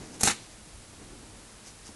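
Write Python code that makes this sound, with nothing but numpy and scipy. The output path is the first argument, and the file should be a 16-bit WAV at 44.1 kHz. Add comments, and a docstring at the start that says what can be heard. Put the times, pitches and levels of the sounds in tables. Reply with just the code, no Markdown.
"""Knife through a nylon jacket

A utility knife is pulled through the seam of a taut jacket, close by in a small quiet room.
The blade catches, snaps free and slices the weave, and the stretched cloth thuds like a slack drum.
The seam rips in a rush of tiny clicks, stitches pop and the loose cloth flaps.
Before and after, hands and sleeves shift faintly on the jacket, over a steady hiss and hum."""
import sys
import numpy as np
from scipy import signal
from scipy.fft import rfft, irfft, next_fast_len
from scipy.io import wavfile

SR = 44100
rng = np.random.default_rng(int(sys.argv[2]) if len(sys.argv) > 2 else 0)


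def wav_out(sig):
    """Save sig, one row per channel (or a flat mono array), as 16-bit PCM at SR to the path in sys.argv[1]."""
    wavfile.write(sys.argv[1], SR, np.round(np.clip(np.atleast_2d(sig).T, -1, 1) * 32767).astype(np.int16))


N = 85995
T = np.arange(N) / SR


def from_db(db):
    """Turn decibels into a number to multiply by."""
    return 10 ** (np.asarray(db) / 20)


def unit_power(x):
    """Scale a sound so that its average power is 1."""
    return x / np.sqrt(np.mean(x ** 2) + 1e-20)


def colour(x, tone):
    """Make some frequencies louder and others softer; white noise keeps its power."""
    size = 2 * next_fast_len(N)
    hz, db = np.transpose(tone)
    grid_hz = np.linspace(1, SR / 2, size // 2 + 1)
    gain = unit_power(from_db(np.interp(np.log(grid_hz), np.log(hz), db)))
    # a minimum-phase filter: nothing is heard before the click that causes it
    cepstrum = irfft(np.log(gain))[:size // 2]
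    cepstrum[1:] *= 2
    return irfft(rfft(x, size) * np.exp(rfft(cepstrum, size)))[:N]


def ring(x, hz, fade_s):
    """Each click in x starts a note that dies away by 60 dB in fade_s."""
    decay = from_db(-60 / (fade_s * SR))
    angle = 2 * np.pi * hz / SR
    return signal.lfilter([.5, 0, -.5], [1, -2 * decay * np.cos(angle), decay * decay], x + 1e-18)


def fade(age, fade_s):
    """Stay full until age 0, then drop 60 dB every fade_s."""
    return from_db(-60 * np.maximum(age, 0) / fade_s)


def fibres(per_s, spread_db=3.0):
    """Fibres give way at random, as tiny clicks of uneven size."""
    sizes = from_db(spread_db * np.minimum(rng.exponential(1, N), 4)) * rng.choice([-1, 1], N)
    return unit_power(sizes * (rng.random(N) < per_s / SR))


def bursts(rows):
    """Each row is a sudden crack that dies away."""
    cracks = sum(from_db(db) * (T >= t) * fade(T - t, fade_s) for t, db, fade_s in rows)
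    return rng.choice([-1, 1], N) * cracks


def stroke(start, rise, hold, fade_s, db):
    """A force rises, holds and lets go; times are in seconds."""
    return from_db(db) * np.clip((T - start) / rise, 0, 1) * fade(T - start - rise - hold, fade_s)


def swells(rows):
    """Each row is a soft movement that grows and shrinks again."""
    return sum(from_db(db) * np.exp(-.5 * ((T - t) / width) ** 2) for t, width, db in rows)


# the notes of the hum and the tone of the hiss: f/Hz, level/dB
HUM_NOTES = [(100, -64), (215, -64), (314, -67)]
HISS_TONE = [(20, -16), (45, -5), (75, -10), (150, -14), (300, -15), (600, -17), (1200, -20.3), (3000, -23),
             (6000, -22.7), (10300, -21.8), (11400, -28), (12200, -38)]

def background(hum_width_hz=12, hiss_db=-51):
    """Steady hiss and rumble, with a faint wavering hum made of narrow bands of noise."""
    fade_s = np.log(1000) / (np.pi * hum_width_hz)
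    hum = 0
    for hz, db in HUM_NOTES:
        note = ring(rng.standard_normal(N + SR), hz, fade_s)[SR:]  # skip the build-up
        hum = hum + from_db(db) * unit_power(note)
    return hum + from_db(hiss_db) * colour(rng.standard_normal(N), HISS_TONE)


# sleeves brush, hands shift the padding, the jacket sways: middle t/s, half width/s, level/dB
BRUSHES = [(0.03, .05, -53.5), (0.15, .02, -52), (0.42, .03, -56), (0.52, .015, -56), (1.679, .019, -47),
           (1.873, .017, -47)]
SHIFTS = [(0.01, .055, -43), (0.16, .035, -45.5), (0.41, .04, -53.5), (0.68, .012, -53), (0.937, .008, -48),
          (1.01, .02, -54), (1.125, .03, -55), (1.24, .008, -52)]
SWAYS = [(0.54, .03, -55), (0.64, .015, -55), (0.79, .07, -52), (1.1, .08, -56), (1.33, .06, -55),
         (1.825, .015, -51.5)]
# the sleeve drags evenly as the arm draws back: t/s, rise/s, hold/s, fade/s, level/dB
DRAG = (0.96, .05, .40, .4, -55.5)
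# the tone of each kind of movement: f/Hz, level/dB
BRUSH_TONE = [(200, -4), (1000, -7), (2300, -4), (3300, -8), (4400, -2), (6100, 3.5), (8500, -5),
              (11000, -7), (12200, -17)]
SHIFT_TONE = [(30, -12), (110, -1), (210, 0), (320, -1), (550, -11), (1200, -19), (3000, -28), (10000, -45)]
SWAY_TONE = [(20, -14), (43, 0), (65, -7), (100, -9), (160, -24), (1000, -60)]

def handling():
    """Nylon brushes brightly on nylon, the padding rustles dully and the whole jacket rumbles."""
    brushing = colour(fibres(per_s=3000) * swells(BRUSHES), BRUSH_TONE)
    shifting = colour(rng.standard_normal(N) * (swells(SHIFTS) + stroke(*DRAG)), SHIFT_TONE)
    swaying = colour(rng.standard_normal(N) * swells(SWAYS), SWAY_TONE)
    return brushing + shifting + swaying


# the edge creeps along the threads, then slices them: t/s, rise/s, hold/s, fade/s, level/dB
SCRAPE = (0.19, .028, .012, .05, -36.5)
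SLICE = (0.231, .006, .036, .09, -26)
# the blade catches and snaps free: t/s, level/dB, fade/s
SNAPS = [(0.2094, -23.5, .022), (0.2141, -26, .006), (0.2331, -13.5, .012), (0.2338, -14, .006),
         (0.2358, -20, .009), (0.2375, -17.5, .009), (0.2624, -17, .007)]
# the tone of the snapping and the slicing: f/Hz, level/dB
SNAP_TONE = [(150, -12), (450, 0), (800, 0), (1500, -10), (2600, -10), (3300, -13), (4400, -11),
             (5200, -10), (6400, 1), (8000, -5), (10200, -7), (11000, -2), (12200, -13)]
SLICE_TONE = [(100, -10), (380, 0), (580, -10), (800, -1), (1050, -11), (1500, -5), (2000, -7), (2700, -5),
              (3200, -12), (3900, -3), (4950, -11), (6000, -2), (7500, 0), (9500, -3), (11000, -5),
              (12200, -16)]
# the notes that the blade and its holder ring at: f/Hz, relative level/dB, fade/s
BLADE_NOTES = [(4340, -12, .035), (5992, -8, .05), (6450, 0, .035), (6783, -5, .06), (7430, -3, .035),
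               (9484, -6, .06), (10750, -5, .03)]

def blade(ring_db=-32):
    """The edge scrapes, snaps free and slices fibres; all of this makes the blade ring."""
    snaps = bursts(SNAPS)
    cutting = fibres(per_s=9000) * (stroke(*SCRAPE) + stroke(*SLICE))
    shaking = snaps + cutting
    ringing = sum(from_db(ring_db + db) * ring(shaking, hz, fade_s) for hz, db, fade_s in BLADE_NOTES)
    return colour(snaps, SNAP_TONE) + colour(cutting, SLICE_TONE) + ringing


# the cloth jerks as the blade bites, the seam gives and the hand lands: t/s, level/dB, contact/s
JERKS = [(0.2095, -45, .0001), (0.2332, -16.5, .0022), (0.2745, -28.5, .0001), (1.891, -41, .001)]
# the notes of the stretched cloth: f/Hz, relative level/dB, fade/s
CLOTH_NOTES = [(70, -10, .08), (124, -3, .06), (220, 1, .07), (315, 0, .08), (440, 2, .06), (795, 2.5, .06),
               (875, -1, .05)]

def cloth_thuds():
    """Each jerk is a soft push that sets the stretched cloth thudding like a slack drum."""
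    push = 0
    for t, db, contact_s in JERKS:
        pulse = (T >= t) * np.exp(-np.abs(T - t) / contact_s)
        push = push + from_db(db) * pulse / pulse.sum()
    return sum(from_db(db) * ring(push, hz, fade_s) for hz, db, fade_s in CLOTH_NOTES)


# flaps of the cloth: t/s, level/dB, fade/s
FLAPS = [(0.2332, -33, .075), (0.2742, -37, .05), (0.303, -39, .12), (1.889, -43, .13)]
# their deep tone: f/Hz, level/dB
FLAP_TONE = [(25, -10), (70, -2), (125, 0), (220, 0), (320, -5), (480, -8), (900, -23), (3000, -50)]

def cloth_flaps():
    """The cloth flaps as the pull on it changes."""
    return colour(bursts(FLAPS), FLAP_TONE)


# the seam rips, the tear runs out, the cut edges settle: t/s, rise/s, hold/s, fade/s, level/dB
RIP = (0.267, .006, .017, .06, -24.8)
RUN_OUT = (0.292, .007, .017, .095, -28.3)
SETTLE = (0.31, .02, .04, .55, -52)
# stitches pop: t/s, level/dB, fade/s
POPS = [(0.2743, -19.5, .014), (0.2757, -19, .022), (0.2788, -21, .014), (0.2852, -17, .006),
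        (0.2970, -23, .01), (0.3030, -23.5, .008), (0.3070, -17, .006), (0.3168, -27, .012)]
# the tone of each of these four sounds: f/Hz, level/dB
RIP_TONE = [(60, -9), (220, 3), (420, 0), (580, -9), (810, 1), (1020, -4), (1400, 2), (2000, 1), (2750, 0),
            (3900, 3), (5200, -1), (7000, 2), (9500, -3), (11000, -7), (12200, -18)]
RUN_OUT_TONE = [(60, -8), (220, 2), (580, -9), (1400, 1), (2500, 2), (3900, 0), (5200, -3), (6500, 0),
                (10400, -5), (12200, -17)]
SETTLE_TONE = [(200, -4), (1500, -6), (2500, 0), (4300, 0), (5800, -9), (12200, -20)]
POP_TONE = [(100, -12), (230, 1), (400, -4), (600, -8), (800, 6), (1020, -4), (1400, 0), (2500, -3),
            (3900, -4), (6500, -4), (11000, -14), (12200, -22)]

def seam():
    """Threads break in a dense rasp, single stitches pop and the cut edges rustle as they settle."""
    ripping = colour(fibres(per_s=5000) * stroke(*RIP), RIP_TONE)
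    running_out = colour(fibres(per_s=5000) * stroke(*RUN_OUT), RUN_OUT_TONE)
    settling = colour(fibres(per_s=3000) * stroke(*SETTLE), SETTLE_TONE)
    popping = colour(bursts(POPS), POP_TONE)
    return hollow_out(ripping + running_out + popping) + settling


# hollows, or quiet bands, in the sound of the tear: starting f/Hz, width/Hz, level/dB
HOLLOWS = [(3040, 520, -24), (4620, 380, -18)]

def hollow_out(x, octaves_per_s=2.6, slide_s=.06):
    """Hollows in the sound slide up in pitch while the tear opens."""
    block = 128
    for start_hz, width_hz, depth_db in HOLLOWS:
        band, state = np.zeros(N), np.zeros(2)
        for i in range(0, N, block):
            opening_s = np.clip(T[i] - RIP[0], 0, slide_s)
            hz = start_hz * 2 ** (octaves_per_s * opening_s)
            band_filter = signal.iirpeak(hz, hz / width_hz, fs=SR)
            band[i:i + block], state = signal.lfilter(*band_filter, x[i:i + block], zi=state)
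        x = x - (1 - from_db(depth_db)) * band
    return x


# the tone of the room's echo: f/Hz, level/dB
ROOM_TONE = [(100, -2), (400, 1), (1500, -2), (3100, 3), (6500, -1), (11000, -2)]

def room(x, delay_s=.004, fade_s=.33, db=-17):
    """Echoes in the small room blur into a short tail."""
    tail = colour(rng.standard_normal(N) * (T > delay_s) * fade(T, fade_s), ROOM_TONE)
    return from_db(db) * signal.fftconvolve(x, tail / np.sqrt(np.sum(tail ** 2)))[:N]


def scene():
    """The cut and its echo, with handling and background, in one channel."""
    cut = blade() + cloth_thuds() + cloth_flaps() + seam()
    return (cut + room(cut) + handling() + background())[None]


def record(dry):
    """The highest treble is turned down, and above that it is cut off steeply."""
    dip_hz, dip_gain, cutoff_hz = 11100, from_db(-8), 12700
    dip = signal.firwin2(255, [0, dip_hz, dip_hz + 500, SR / 2], [1, 1, dip_gain, dip_gain], fs=SR)
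    softened = signal.fftconvolve(dry, dip[None], "same")
    return signal.sosfilt(signal.cheby2(16, 60, cutoff_hz, fs=SR, output="sos"), softened)


dry = scene()
out = record(dry)
wav_out(out)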